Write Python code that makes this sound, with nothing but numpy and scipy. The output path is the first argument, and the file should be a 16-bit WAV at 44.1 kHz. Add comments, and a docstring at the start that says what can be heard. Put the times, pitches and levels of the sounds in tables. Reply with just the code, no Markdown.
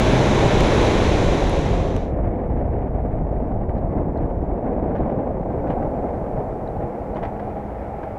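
"""Wind buffets the microphone, tyres hiss on a wet street and a gear whine sinks: a motorcycle from the rider's seat.
In about two seconds the open sound fades into a muffled one, as from inside a closed camera housing.
The bike slows, the wind rumble eases, the engine hum comes through, and bumps rattle the mount.
Air, tyres and rattle are coloured noise; whine, engine and boom are wavering sines.
Knocks and drops of spray are short rings that die away."""
import sys
import numpy as np
from scipy import signal
from scipy.fft import rfft, irfft, next_fast_len
from scipy.io import wavfile
from scipy.ndimage import uniform_filter1d

SR = 44100
rng = np.random.default_rng(int(sys.argv[2]) if len(sys.argv) > 2 else 0)


def wav_record(signal):
    """Record a signal, one row per channel, as 16-bit PCM in the file named by sys.argv[1]."""
    frames = np.transpose(np.atleast_2d(signal))
    bounded = np.clip(frames, -1, 1)
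    # unit amplitude maps onto the largest positive 16-bit level
    quanta = np.round(bounded * 32767).astype(np.int16)
    wavfile.write(sys.argv[1], SR, quanta)


N = 360738
TIME = np.arange(N) / SR   # seconds


def from_db(db):
    """Turn decibels into gain."""
    return 10 ** (np.asarray(db) / 20)


def rms_one(x):
    """Scale to an average strength (rms) of 1."""
    return x / np.sqrt(np.mean(x ** 2) + 1e-20)


def in_time(rows):
    """Draw straight lines between the rows; give each column sample by sample."""
    s, *columns = np.transpose(rows)
    return [np.interp(TIME, s, column) for column in columns]


def drift(rate):
    """Slow random wandering with spread 1; a higher rate wanders faster."""
    # made at one fortieth of the sample rate, then filled in by straight lines
    pole = np.exp(-80 * np.pi * rate / SR)
    chance = rng.standard_normal(N // 40 + 2002)
    slow = signal.lfilter([1], [1, -2 * pole, pole * pole], chance)[2000:]   # skip the start-up
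    return np.interp(np.arange(N) / 40, np.arange(len(slow)), rms_one(slow))


def noise(spectrum):
    """Noise of a given colour, falling steeply beyond its ends; rms 1."""
    size = next_fast_len(N)
    octave = np.log2(np.maximum(np.arange(size // 2 + 1) * SR / size, 1))
    hz, db = np.transpose(spectrum)
    outside = np.abs(octave - np.clip(octave, np.log2(hz[0]), np.log2(hz[-1])))
    gain = from_db(np.interp(octave, np.log2(hz), db) - 51 * outside)   # 51 dB per octave
    white = rng.standard_normal(size)
    return rms_one(irfft(rfft(white) * gain, size)[:N])


def low_pass(x, hz):
    """Second-order low-pass."""
    return signal.sosfilt(signal.butter(2, hz, fs=SR, output="sos"), x)


def band_without_delay(x, hz, kind="low"):
    """Take the part below or above hz, filtering forwards and backwards so it stays in step."""
    return signal.sosfiltfilt(signal.butter(2, hz, kind, fs=SR, output="sos"), x)


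def even(x, span_s):
    """Flatten the swells of a noise that last longer than span_s."""
    return x / np.sqrt(uniform_filter1d(x ** 2, max(int(span_s * SR), 2)) + 1e-9)


def eddies(depth_db, rate):
    """Gain of turbulent air: lumps of pressure that leave the mean power of the gain at 1."""
    return rms_one(from_db(depth_db * np.clip(drift(rate), -2, 2)))


# Colour of the faint hiss: f/Hz, level/dB (per Hz)
HISS_COLOUR = [(1500, 2), (4500, 2), (7000, -1), (11000, -3), (15500, -9.5)]
FAINT_HISS_DB, HISS_RISE_DB = -77.5, 8
HISS_RISE_S, HISS_RISE_LENGTH_S = 5.5, 0.36   # middle of the rise, and how gradual it is


def faint_hiss():
    """A thin, even hiss that steps up smoothly as the bike slows."""
    risen = (1 + np.tanh((TIME - HISS_RISE_S) / HISS_RISE_LENGTH_S)) / 2
    return from_db(FAINT_HISS_DB + HISS_RISE_DB * risen) * noise(HISS_COLOUR)


# The headwind eases slowly, then faster once the bike brakes
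BRAKE_S, COAST_DB_PER_S, BRAKE_DB_PER_S = 4.27, 1.01, 3


def braking_db():
    """What braking has taken off the headwind."""
    return BRAKE_DB_PER_S * np.maximum(TIME - BRAKE_S, 0)


def headwind_db():
    """Strength of the headwind against that at full speed."""
    return -COAST_DB_PER_S * np.minimum(TIME, BRAKE_S) - braking_db()


# Gusts and lulls: t/s, length/s, lift of the thumping/dB, lift of the rush/dB
GUSTS = [(0.234, .35, -2.5, 0), (0.57, 0.18, 3, -8), (1.164, 0.27, 3, 2), (1.46, 0.35, 1.5, -4.5),
         (1.746, 0.11, 3, 0.5), (2.086, 0.059, -7.5, -3), (2.217, 0.13, 2.5, 2.5), (2.381, 0.12, -5.5, 1),
         (2.603, 0.066, 4, 1), (2.901, 0.11, -0.5, -2), (3.206, 0.26, 1, -0.5), (3.76, 0.13, 1, 0),
         (3.97, 0.11, 1, 2.5), (4.43, .12, 1, -1), (4.6, 0.054, -7, -2.5), (4.717, 0.19, -1.5, 1),
         (5.0, 0.092, 2.5, -0.5), (5.25, 0.22, -2, 0.5), (5.773, 0.29, 2, 2.5), (6.046, 0.038, 3, 3),
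         (6.392, 0.092, 4, 2.5), (6.828, 0.099, 7, 2.5), (6.95, 0.098, -10, 0.5), (7.22, 0.15, 3.5, 0.5),
         (7.45, 0.24, -1, 0.5), (7.68, 0.19, -3, -1), (7.904, 0.16, 0, -1)]


def gusts_db():
    """Each gust or lull is a smooth hump; gives the lift of the thumping and that of the rush."""
    lifts = 0
    for s, length, thump_db, rush_db in GUSTS:
        hump = np.exp(-(2 * (TIME - s) / length) ** 2)
        lifts = lifts + np.outer([thump_db, rush_db], hump)
    return lifts


# Colour of the low thumping: f/Hz, level/dB (per Hz)
BUFFET_COLOUR = [(10, -13.5), (22, -0.5), (45, -2), (80, -1), (115, -4.5), (155, -6), (205, -14.5),
                 (320, -18.5), (600, -31.5), (1000, -60.5)]
BUFFET_DB = -20   # at full speed, before gusts
# Rate at which eddies are shed, its spread as a share, level against the thumping before braking
BOOM_HZ, BOOM_WANDER, BOOM_DB = 46.25, 0.22, -4.5


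def buffeting(deep_hz=48):
    """Eddies shed by screen and rider thump the camera, partly in a wavering boom; weak ones lack depth."""
    lift_db, _ = gusts_db()
    wind_db = headwind_db() + lift_db
    thumps = noise(BUFFET_COLOUR) * eddies(depth_db=1.8, rate=25)
    deep = band_without_delay(thumps, deep_hz)
    thumps = thumps - deep + deep * from_db(0.28 * wind_db)
    turn = np.cumsum(BOOM_HZ * (1 + BOOM_WANDER * drift(9))) / SR
    boom = eddies(depth_db=3.0, rate=6.2) * np.sqrt(2) * np.sin(2 * np.pi * turn)
    boom = from_db(BOOM_DB - 0.87 * braking_db()) * boom
    return from_db(BUFFET_DB + wind_db) * even(thumps + boom, span_s=0.2)


FADE_START_S, FADE_END_S = 0.91, 2.134   # the open air fades away in a straight line


def openness():
    """Share of the open air that is still heard, from 1 to 0."""
    return np.interp(TIME, [FADE_START_S, FADE_END_S], [1, 0])


# Colour of the wind on the bare microphone: f/Hz, level/dB (per Hz)
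OPEN_WIND_COLOUR = [(80, -29), (135, -0.5), (220, -1), (330, 2), (440, 1.5), (620, -3.5), (840, -6),
                    (1100, -10.5), (1500, -38)]
# Colour of the hiss of the wet road: f/Hz, level/dB (per Hz)
TYRE_HISS_COLOUR = [(700, -10.5), (1300, 1.5), (2350, 1), (2850, -3.5), (3950, -3), (4400, -11),
                    (5100, -13), (6100, -10), (7700, -18), (8700, -32.5), (9500, -22), (11600, -32.5),
                    (12600, -58), (15500, -43)]
OPEN_WIND_DB, OPEN_HISS_DB = -18, -28.5   # before the fade
WIND_FADE_POWER = 0.83   # the roar lingers a little longer than the hiss


def open_ride():
    """Wind beats on the bare microphone; the tyres tear fine spray off the road."""
    wind = from_db(OPEN_WIND_DB) * noise(OPEN_WIND_COLOUR) * eddies(depth_db=1.26, rate=63)
    hiss = from_db(OPEN_HISS_DB) * noise(TYRE_HISS_COLOUR) * eddies(depth_db=0.46, rate=210)
    return openness() ** WIND_FADE_POWER * wind + openness() * hiss


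# Air resonances of the housing: f/Hz, width/Hz, level/dB, strongest at t/s, length/s
HOUSING = [(478, 17, 2, 6.6, 1.6), (540, 99, -8, 5.4, 1.8), (675, 120, -11, 3, 5), (818, 53, 1.5, 8.2, 5.1),
           (1333, 36, 1.5, 7.3, 3.3), (1520, 160, -2.5, 5.3, 4.5)]


def housing(x):
    """The small air space of the housing rings along; each resonance swells and fades with the airflow."""
    out = x
    for hz, width_hz, db, s, length in HOUSING:
        swell = np.exp(-(2 * (TIME - s) / length) ** 2)
        ring = signal.lfilter(*signal.iirpeak(hz, hz / width_hz, fs=SR), x)
        out = out + from_db(db) * swell * ring
    return rms_one(out)


# Inside the housing, levels before the lifts below:
# t/s, level of the air rush/dB, level of the shell rustle/dB
CLOSED_RIDE = [(2.25, -30.5, -50.5), (2.8, -30.5, -52.5), (3.7, -31.5, -56.5), (4.3, -29.5, -55),
               (5.1, -27, -52.5), (5.4, -30, -56), (6.0, -29, -53.5), (6.55, -31.5, -54.5),
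               (8.18, -35, -51.5)]
# Colour of the dull air rush: f/Hz, level/dB (per Hz)
RUSH_COLOUR = [(80, -21.5), (180, 2), (260, 1.5), (370, -0.5), (500, -0.5), (590, 0), (720, -1), (820, -6),
               (950, -12), (1150, -19.5), (1500, -36.5), (2500, -61.5)]
# Colour of the rustling shell: f/Hz, level/dB (per Hz)
SHELL_COLOUR = [(800, 3.5), (1250, 2), (1550, -1.5), (1800, -1.5), (2250, -5), (2550, -12.5), (3000, -20),
                (3700, -28.5), (4500, -39), (7000, -59)]
# Starting tilt of the rush, and its change with each dB that braking takes off the wind
RUSH_TILT_DB, TILT_PER_DB = -2.5, 0.59
# The rustle gains treble above this pitch with each dB that braking takes off the wind
SHELL_BRIGHT_HZ, SHELL_BRIGHT_PER_DB = 3000, 0.32


def closed_ride(fade_start=0.41, fade_end=1.6):
    """Through the housing only a dull rush and the rustle of the shell are left."""
    rush_db, shell_db = in_time(CLOSED_RIDE)
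    _, lift_db = gusts_db()
    eddy = np.clip(drift(36), -2, 2)   # one eddy shakes rush and shell at once
    eddy = eddy * from_db(0.5 * headwind_db())   # slower air is smoother

    rush = even(housing(noise(RUSH_COLOUR)) * eddies(depth_db=1.05, rate=82), span_s=0.097)
    low = band_without_delay(rush, 430)
    tilt_db = RUSH_TILT_DB + TILT_PER_DB * braking_db()   # positive: less bass, more treble
    rush = low * from_db(-tilt_db) + (rush - low) * from_db(tilt_db / 2)
    rush = from_db(rush_db + lift_db + 3.5 + 1.68 * eddy) * rush

    shell = from_db(shell_db + 0.73 * lift_db + 4.0 + 2.6 * eddy) * housing(noise(SHELL_COLOUR))
    treble = band_without_delay(shell, SHELL_BRIGHT_HZ, "high")
    shell = shell + (from_db(SHELL_BRIGHT_PER_DB * braking_db()) - 1) * treble
    return np.interp(TIME, [fade_start, fade_end], [0, 1]) * (rush + shell)


# Drops of spray on the camera: t/s, level/dB, splash against ring, ring f/Hz, ring decay/s
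DROPS = [(0.607, -26, 2.6, 7300, 0.00075), (.85, -41, .6, 10600, .0012), (1.496, -36, 0.65, 10400, .0012),
         (1.9645, -26, .95, 2995, 0.00082), (3.782, -56, 0.94, 4070, .0012),
         (4.175, -48.5, .4, 4120, 0.0014), (4.986, -55, .8, 4000, .0012), (6.676, -48, .12, 3920, .003),
         (7.148, -53, 0.098, 4150, .0018)]


def drops(splash_s=0.0009, splash_hz=6000):
    """A drop lands with a tiny splash and a short, high ring."""
    out = np.zeros(N)
    age = np.arange(SR // 50) / SR
    for s, db, share, hz, ring_s in DROPS:
        ring = np.sin(2 * np.pi * hz * age) * np.exp(-age / ring_s)
        splash = share * rng.standard_normal(len(age)) * np.exp(-age / splash_s)
        at = round(s * SR)
        out[at:at + len(age)] += from_db(db) * (ring + low_pass(splash, splash_hz))
    return out


# Bumps that rattle the mount: t/s, level/dB, decay/s
BUMPS = [(3.692, -31, 0.012), (3.766, -39, .02), (4.182, -33, 0.012), (4.227, -35.5, 0.01),
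         (4.301, -38, .014), (4.951, -28, 0.022), (5.005, -37, .03), (5.052, -40, 0.034), (5.095, -33, .02),
         (5.672, -31.5, 0.018), (5.701, -25.5, 0.013), (5.716, -31, .012), (5.823, -29, 0.0079),
         (7.158, -27, 0.015), (7.167, -30, 0.018), (7.228, -24.5, 0.011), (7.233, -24.5, 0.0097),
         (7.247, -34, 0.039), (7.395, -29, 0.012), (8.031, -29.5, 0.013)]
# Ringing tones of the mount and camera body: f/Hz, typical level/dB, decay/s
MOUNT_MODES = [(317, -3.5, 0.0073), (480, -6, 0.0079), (664, -1.5, 0.0078), (1160, -13.5, 0.0073),
               (1556, -13.5, .007), (1950, -18.5, 0.0078), (2240, -22.5, 0.0053), (2970, -26, 0.0042)]
# Colour of the chattering mount: f/Hz, level/dB (per Hz)
CHATTER_COLOUR = [(110, 8), (200, 8), (400, 18), (750, 20.5), (1100, 5.5), (1600, 3), (2300, -5),
                  (3200, -16), (4200, -25.5), (5200, -29.5), (7000, -37.5), (12000, -48.5)]


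def bumps(rise_s=0.00097):
    """Each bump knocks the mount, which rings short and hollow and chatters for some hundredths of a second."""
    shake, knocks = np.zeros(N + SR), np.zeros(N + SR)
    age = np.arange(SR // 4) / SR
    for s, db, decay_s in BUMPS:
        at = round(s * SR)
        span = slice(at, at + len(age))
        force = from_db(db) * (1 - np.exp(-age / rise_s))
        shake[span] += force * np.exp(-age / decay_s)
        for hz, mode_db, ring_s in MOUNT_MODES:
            strength = from_db(mode_db + 2 * rng.standard_normal())   # no two knocks alike
            tone = np.sin(2 * np.pi * (hz * age + rng.random()))
            knocks[span] += force * strength * np.exp(-age / ring_s) * tone
    chatter = even(noise(CHATTER_COLOUR) * eddies(depth_db=2.5, rate=900), span_s=0.0057)
    return knocks[:N] + shake[:N] * chatter


# Gear whine, sinking with road speed: t/s, middle f/Hz, level/dB
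WHINE = [(0, 634, -28), (.48, 620, -31.5), (.8, 604, -39), (1.1, 585, -29.5), (1.35, 569.6, -31),
         (1.57, 556, -26), (1.64, 546, -37), (1.8, 531, -29), (2.05, 517, -37), (2.2, 513, -47),
         (2.42, 496, -38), (2.9, 456.4, -40), (3.4, 436, -72.5)]


def gear_whine():
    """Meshing teeth give one line that sinks with the speed and flutters."""
    hz, db = in_time(WHINE)
    turn = np.cumsum(hz * (1 + 0.0054 * drift(30))) / SR
    return from_db(db) * eddies(depth_db=3.0, rate=21) * np.sqrt(2) * np.sin(2 * np.pi * turn)


# Engine, throttle closed early and down to idle at the end:
# t/s, working cycles per second f/Hz, overall level/dB, lift of the firing note/dB
ENGINE = [(0, 54, -22, -4), (.12, 62, -21, 0), (.32, 72, -23.5, 0.5), (.39, 59.5, -30.5, 5),
          (.56, 61.5, -22.5, 1), (.85, 55, -28, 0.5), (1.2, 49, -33, 2.5), (2.1, 39.3, -46, 0.5),
          (6.8, 30, -41, -1), (6.98, 29.7, -36.5, 3), (7.35, 29.5, -33, -9), (7.62, 29.6, -31.5, -1),
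          (7.74, 29.5, -41, 15), (7.92, 29.7, -34, 4), (8.18, 29.2, -42, 8)]
# Tones of the engine: multiple of the cycle rate, level under throttle/dB, level at idle/dB
ENGINE_ORDERS = [(0.985, -8.5, -27.5), (1.998, -0.5, -6), (3, -11, -10), (4, -11.5, -12.5), (7, -17, -11.5),
                 (9.98, -19.5, -11), (14.07, -26, -13), (21.85, -26.5, -10.5), (25.7, -31, -11),
                 (28.15, -31.5, -9.5)]
IDLE_CYCLES_PER_S, PULL_CYCLES_PER_S = 30, 48   # at idle, and from here on fully under throttle
PIPE_HZ, PIPE_WIDTH_HZ, PIPE_DB = 211, 20, 9.5   # resonance of the exhaust pipe


def engine():
    """Unsteady multiples of the working cycle; the exhaust pipe lifts those near its resonance."""
    cycles, db, firing_db = in_time(ENGINE)
    pull = (cycles - IDLE_CYCLES_PER_S) / (PULL_CYCLES_PER_S - IDLE_CYCLES_PER_S)
    pull = np.clip(pull, 0, 1)
    roughness = 0.004 + 0.0195 * pull   # rougher under throttle
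    turn = np.cumsum(cycles * (1 + roughness * drift(13.9))) / SR
    hum = 0
    for order, pull_db, idle_db in ENGINE_ORDERS:
        order_db = idle_db + pull * (pull_db - idle_db)
        if round(order) == 2:   # two firings a cycle
            order_db = order_db + firing_db
        pipe_db = PIPE_DB / (1 + ((order * cycles - PIPE_HZ) / PIPE_WIDTH_HZ) ** 2)
        waver_db = (1.0 + 1.9 * pull) * drift(14)
        tone = np.sin(2 * np.pi * (order * turn + rng.random()))
        hum = hum + from_db(order_db + pipe_db + waver_db) * tone
    return from_db(db) * hum


def scene():
    """Air, road and machine, over a faint hiss."""
    air = buffeting() + open_ride() + closed_ride()
    return (faint_hiss() + air + drops() + bumps() + gear_whine() + engine())[None]


CUTOFF_HZ = 15700


def record(dry):
    """A steep low-pass cuts the top of the treble."""
    return signal.sosfilt(signal.ellip(10, 0.1, 80, CUTOFF_HZ, fs=SR, output="sos"), dry)


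dry = scene()
out = record(dry)
wav_record(out)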